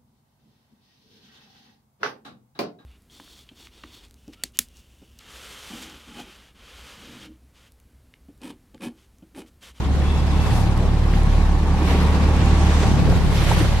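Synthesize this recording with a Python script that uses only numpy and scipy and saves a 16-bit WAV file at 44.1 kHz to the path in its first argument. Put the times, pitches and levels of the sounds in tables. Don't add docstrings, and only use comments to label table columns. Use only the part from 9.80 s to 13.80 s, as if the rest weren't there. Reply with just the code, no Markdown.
import sys
import numpy as np
from scipy import signal
from scipy.fft import rfft, irfft
from scipy.io import wavfile
from scipy.ndimage import uniform_filter1d

SR = 44100
rng = np.random.default_rng(int(sys.argv[2]) if len(sys.argv) > 2 else 0)


def int16_out(signal):
    q = np.round(np.clip(np.atleast_2d(signal).T, -1, 1) * 32767)
    wavfile.write(sys.argv[1], SR, q.astype(np.int16))


N = 176400
T = np.arange(N) / SR

# time in seconds, firings per second.
FIRING_RATE = [(0, 35.3), (.65, 35.9), (.8, 36.5), (.95, 36.2), (1.1, 36.45), (1.75, 36.25), (2.15, 36.45),
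               (2.3, 36.8), (2.75, 36.8), (3.1, 36.55), (3.35, 36.1), (4, 36.0)]
# time in seconds, then dB of harmonics 1, 2, 3 and 4.
EXHAUST_HARMONICS = [(0, -38, -23.5, -31, -37), (.25, -29, -19, -37, -35), (.58, -25, -19, -32, -37.5),
                     (.7, -27, -22.5, -21.5, -46), (.85, -24, -25, -25.5, -36.5), (1.1, -20, -22, -28, -38),
                     (1.35, -17.3, -22, -25.5, -35.5), (1.6, -16.5, -19.5, -28.5, -36.5),
                     (2, -24.5, -20, -47, -33), (2.3, -25.5, -17, -41, -33), (2.6, -22, -18, -25, -33.5),
                     (2.95, -22, -16, -31.5, -35.5), (3.15, -24.5, -21.5, -24, -32),
                     (3.4, -27, -21, -34, -33.5), (3.6, -22.5, -22.5, -24.5, -39),
                     (4, -20, -20, -29.5, -56)]
# multiple of the firing rate, level in dB before the load gain.
PROPELLER_TONES = [(4.25, -38.5), (4.76, -32), (5.25, -40.5), (5.8, -42.5), (21.35, -43.5), (30.2, -50.5),
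                   (31.1, -52.5)]
# peak time, rise and fall in seconds, wash in dB, spray in dB,
# left minus right in dB.
WAVES = [(.32, 0.28, 0.079, -50, -60, -5), (.66, 0.058, 0.023, -38, -47.5, -1),
         (.765, 0.077, 0.057, -40, -40.5, 3.5), (1.02, 0.072, .06, -50, -55, 0),
         (1.37, 0.06, 0.042, -38.5, -48.5, 0), (2.09, 0.03, 0.059, -30.5, -43, -1.5),
         (2.225, .05, 0.034, -34.5, -48, 0), (2.36, 0.022, 0.02, -36, -62, -3),
         (2.75, 0.25, 0.23, -34.5, -63, -1.5), (2.9, 0.053, 0.06, -39, -56, 2),
         (3.03, 0.13, 0.064, -34.5, -47, -1.5), (3.35, 0.048, 0.095, -38, -45, -2),
         (3.58, 0.048, .08, -33, -39, -2.5), (3.71, 0.06, 0.12, -29.5, -37.5, -0.5),
         (3.8, 0.042, 0.06, -33, -42, -4)]
# start in seconds, level in dB, pitch in Hz, width in octaves,
# seconds to the peak.
SLAPS = [(.215, -38.5, 1800, .12, .008), (0.641, -32, 770, 0.54, 0.026), (.705, -37, 2200, 0.8, 0.0054),
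         (0.757, -30, 710, 0.38, 0.015), (0.972, -30, 390, .8, 0.033), (1.335, -29.5, 1920, 0.32, 0.0022),
         (2.012, -25.5, 320, 0.33, 0.013), (2.109, -32, 400, 0.46, .01), (2.142, -26.5, 332, .6, 0.01),
         (3.019, -35, 2980, 0.87, 0.011), (3.028, -22.5, 517, 1.1, .006), (3.272, -25.5, 380, 0.63, .016),
         (3.307, -27, 595, 0.81, 0.01), (3.566, -34.5, 3000, 0.56, .016), (3.67, -33, 400, 0.9, 0.062),
         (3.788, -37, 3500, 0.82, 0.0066)]
# start in seconds, peak in dB, starting pitch in Hz, length in seconds.
GULPS = [(1.365, -31, 660, 0.017), (1.943, -23.5, 706, 0.01), (3.029, -16.5, 350, 0.01),
         (3.034, -30, 680, 0.01), (3.712, -13.5, 730, 0.01), (3.806, -13, 269, 0.014)]
# start in seconds, level in dB, left minus right in dB.
DROPS = [(.734, -33, 2), (.977, -37, 0), (1.384, -42, 0), (1.4336, -35, 2.5), (2.231, -35, 0),
         (2.565, -38, 0), (2.66, -38, 0)]
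# pitch in Hz, level in dB before the squeal gain.
SQUEAL_TONES = [(2665, -47.5), (3385, -47.5)]
# time in seconds, gain in dB.
LOAD_GAIN = [(0, -4.5), (.7, 0.5), (1.2, -1), (1.85, -0.5), (2.15, 3.5), (2.6, 3.5), (3.05, 4.5),
             (3.35, -0.5), (3.55, -2), (4, -4)]
WIND_GAIN = [(0, 2.5), (.35, 3), (.5, -0.5), (.67, 5.5), (.9, 3), (1.2, 1.5), (1.9, -1), (2.3, 1.5),
             (2.5, 4), (2.8, -2), (3.1, 6), (3.22, 11), (3.4, 8.5), (3.57, 5), (3.72, 8.5), (4, 4.5)]
SURF_GAIN = [(0, 1), (.3, 3.5), (.9, 3), (1.15, 0.5), (1.6, 4), (1.76, 1.5), (2.3, 5.5), (2.7, 3.3),
             (3.2, 6), (3.5, 5.5), (4, 7.5)]
SQUEAL_GAIN = [(.18, -25), (.22, -2), (.37, 2), (.45, -9), (.63, 0.5), (.72, -1.5), (.85, -40)]
# frequency in Hz, relative level in dB.
WAKE_COLOUR = [(20, -6), (50, -6.5), (90, 2.5), (170, -4.5), (250, -4), (400, -10.5), (640, -16),
               (880, -11), (1140, -14.5), (1320, -23.5), (2500, -28), (8000, -60)]
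WASH_COLOUR = [(100, -25), (350, 7), (900, 0), (2200, -1), (4000, -6.5), (6000, -20), (9000, -23.5),
               (15000, -41)]
SPRAY_COLOUR = [(1000, -15), (3500, 5.5), (7000, 1.5), (9000, -1.5), (11000, -2), (13000, -6), (14500, -13),
                (15700, -30)]
DROP_COLOUR = [(500, -25), (3000, -8), (6000, -4), (10500, 2), (13000, -11), (15500, -34)]
WIND_COLOUR = [(10, -37), (23, -9), (35, -0.5), (70, -4), (130, -2.5), (250, -14.5), (450, -26),
               (1000, -38), (4000, -71)]
SURF_COLOUR = [(100, -24), (500, 6.5), (1300, 1), (2400, -3), (4000, -5.5), (6000, -11.5), (9000, -18),
               (12000, -24), (15500, -39)]
CREST_COLOUR = [(2000, -20), (4500, -2), (6000, 2), (7800, -2), (9500, -11), (12000, -27), (15000, -42)]
# frequency in Hz, likeness (1 means alike),
# how far left leads in radians, left minus right in dB.
PORTS = [(96, 1, 0.98, -2.5), (620, 0.93, -0.6, 0.8), (1060, 0.94, 1, 1.5), (1460, 0.46, .5, 1),
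         (1870, 0.27, -0.7, -4), (2600, 0.16, -1, 0), (3930, 0.08, -1, 2.5), (5440, .03, -0.5, 3),
         (7100, 0.19, -3, 1.5), (9200, 0.13, -1, 4), (10400, 0.47, -1.9, 1.3), (12500, 0.15, 1.5, 1),
         (13700, .04, 1, 0)]


def exhaust(firing_phase, db_per_octave=-10, waver_db=2, skew_rad=0.72, smear_rad=0.1145):
    *levels_db, fourth_db = curves(EXHAUST_HARMONICS)
    for k in range(4, 14):
        levels_db.append(fourth_db + db_per_octave * np.log2(k / 4) + waver_db * wander(10))
    pulses = np.zeros(N)
    for k, db in enumerate(levels_db, 1):
        lag = skew_rad + smear_rad * (k - 1) ** 2
        pulses -= amp(db) * np.cos(k * firing_phase - lag)
    return np.sqrt(2) * pulses * pan(-1.0)


def propeller(firing_phase, waver_db=0.5, drift_hz=0.78):
    tones = np.zeros(N)
    for ratio, db in PROPELLER_TONES:
        gain = amp(db + waver_db * wander(6.4))
        tones += gain * np.sin(ratio * firing_phase + phase(drift_hz * wander(7.0)))
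    return np.sqrt(2) * tones * amp(curves(LOAD_GAIN)[0]) * pan(-0.024)


def wake(firing_phase, level_db=-27.5):
    churn = water_noise(WAKE_COLOUR, patchy_db=1.0, flicker_db=-0.1)
    throb = 1 + 0.12 * np.cos(firing_phase)
    return churn * throb * amp(level_db + curves(LOAD_GAIN)[0])


def waves():
    wash_power, spray_power = np.zeros((2, 2, N))
    for peak, rise, fall, wash_db, spray_db, side_db in WAVES:
        shape = pan(side_db) * swell(peak, rise, fall)
        wash_power += (amp(wash_db) * shape) ** 2
        spray_power += (amp(spray_db) * shape) ** 2
    wash = water_noise(WASH_COLOUR, patchy_db=2, flicker_db=0.8) + amp(-6.5) * droplets(WASH_COLOUR)
    spray = water_noise(SPRAY_COLOUR, patchy_db=2.5, flicker_db=1.4) + amp(-7) * droplets(SPRAY_COLOUR)
    return np.sqrt(wash_power) * wash + np.sqrt(spray_power) * spray


def droplets(colour, per_second=2200, pitches=28, cycles=3.3, spread_db=2.5):
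    out = np.zeros((2, N))
    for hz in np.geomspace(1200, 14000, pitches):
        age = np.arange(0, 6, hz / SR / cycles)
        ping = unit(age * np.exp(-2 * age) * np.sin(2 * np.pi * cycles * age * (1 + 0.015 * age)))
        sizes = amp(spread_db * np.minimum(rng.exponential(1, (2, N)), 4))
        bursts = sizes * (rng.random((2, N)) < per_second / pitches / SR)
        out += hz * amp(spectra(colour, hz)[0]) * signal.oaconvolve(bursts, ping[None], axes=1)[:, :N]
    return unit(out)


def slaps():
    out, t = np.zeros((2, N)), T[:8192]
    hz = np.fft.rfftfreq(len(t), 1 / SR)
    for start, db, pitch, width, rise in SLAPS:
        band = np.exp(-0.5 * (np.log2((hz + 1) / pitch) / width) ** 2)
        thud = unit(irfft(rfft(rng.standard_normal(len(t))) * band))
        add(out, start, amp(db) * thud * t / rise * np.exp(1 - t / rise))
    return out


def gulps(pitch_rise=0.42):
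    out = np.zeros((2, N))
    for start, db, pitch, length in GULPS:
        progress = np.minimum(T[:8192] / length, 1)
        note = np.sin(phase(pitch * (1 + pitch_rise * progress)))
        add(out, start, amp(db) * np.sin(np.pi * progress) * note)
    return out


def drops(decay_s=0.0015):
    out, t = np.zeros((2, N)), T[:8192]
    for start, db, side_db in DROPS:
        tick = unit(tint(rng.standard_normal((2, len(t))), DROP_COLOUR))
        add(out, start, amp(db) * pan(side_db) * tick * np.exp(-t / decay_s))
    return out


def wind(level_db=-28, lumpy_db=1.0, shared=0.82):
    white = rng.standard_normal((2, N)) + shared * rng.standard_normal(N)
    lumps = amp(lumpy_db * np.array([wander(8.9), wander(13.0)]))
    return unit(tint(white, WIND_COLOUR) * lumps) * amp(level_db + curves(WIND_GAIN)[0])


def surf(level_db=-38):
    rush = water_noise(SURF_COLOUR, patchy_db=1.52, flicker_db=0.97)
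    return rush * amp(level_db + curves(SURF_GAIN)[0])


def crest(level_db=-40):
    hiss = water_noise(CREST_COLOUR, patchy_db=1.5, flicker_db=1.0)
    return hiss * amp(level_db) * swell(peak_s=3.025, rise_s=0.34, fall_s=0.092) * pan(-2.0)


def squeal(waver_db=1.7, jitter_hz=9):
    tones = np.zeros((2, N))
    for side in tones:
        for hz, db in SQUEAL_TONES:
            side += amp(db + waver_db * wander(18)) * np.sin(phase(hz + jitter_hz * wander(54)))
    return np.sqrt(2) * tones * amp(curves(SQUEAL_GAIN)[0])


def water_noise(colour, patchy_db, flicker_db):
    frames, bands = N // 128 + 6, 257
    patches = uniform_filter1d(rng.standard_normal((frames, bands)), size=10, axis=0)
    patches = unit(uniform_filter1d(patches, size=7, axis=1))
    flicker = unit(uniform_filter1d(rng.standard_normal((frames, 1)), size=6, axis=0))
    grid = signal.stft(rng.standard_normal((2, N)), nperseg=512, noverlap=384)[2]
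    grid *= amp(patchy_db * patches + flicker_db * flicker).T[:, :grid.shape[2]]
    common, separate = rfft(signal.istft(grid, nperseg=512, noverlap=384)[1][:, :N])
    hz = np.fft.rfftfreq(N, 1 / SR)
    likeness, lead, side_db = spectra(PORTS, hz)
    left = common * np.exp(1j * lead) * amp(side_db / 2)
    right = (likeness * common + np.sqrt(1 - likeness ** 2) * separate) * amp(-side_db / 2)
    return unit(irfft(np.array([left, right]) * amp(spectra(colour, hz)[0]), N))


def amp(db):
    return 10 ** (np.asarray(db) / 20)


def unit(x):
    return x / np.sqrt(np.mean(x ** 2) + 1e-20)


def phase(hz):
    return 2 * np.pi * np.cumsum(hz) / SR


def curves(table):
    times, *columns = np.transpose(table)
    return [np.interp(T, times, column) for column in columns]


def spectra(table, hz):
    row_hz, *columns = np.transpose(table)
    return [np.interp(np.log(hz + 1), np.log(row_hz + 1), column) for column in columns]


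def tint(noise, colour):
    hz = np.fft.rfftfreq(noise.shape[-1], 1 / SR)
    return irfft(rfft(noise) * amp(spectra(colour, hz)[0]))


def pan(db):
    return amp(np.array([[db], [-db]]) / 2)


def add(mix, start_s, sound):
    part = mix[:, max(round(start_s * SR), 0):][:, :sound.shape[-1]]
    part += sound[..., :part.shape[1]]


def wander(rate_hz):
    hz = np.fft.rfftfreq(N, 1 / SR)
    return unit(irfft(rfft(rng.standard_normal(N)) * (hz > 0) * np.exp(-(hz / rate_hz) ** 2), N))


def swell(peak_s, rise_s, fall_s):
    return 1 / np.cosh(np.clip((T - peak_s) / np.where(T < peak_s, rise_s, fall_s), -20, 20))


def scene():
    firing_phase = phase(curves(FIRING_RATE)[0])
    boat = exhaust(firing_phase) + propeller(firing_phase) + wake(firing_phase)
    return boat + surf() + waves() + slaps() + gulps() + drops() + wind() + crest() + squeal()


def record(dry):
    taps = signal.firwin(511, cutoff=15650, window=("kaiser", 9), fs=SR)
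    padded = np.pad(dry, ((0, 0), (len(taps) // 2, len(taps) // 2)), "reflect")
    return signal.oaconvolve(padded, taps[None], "valid", axes=1)


dry = scene()
out = record(dry)
int16_out(out)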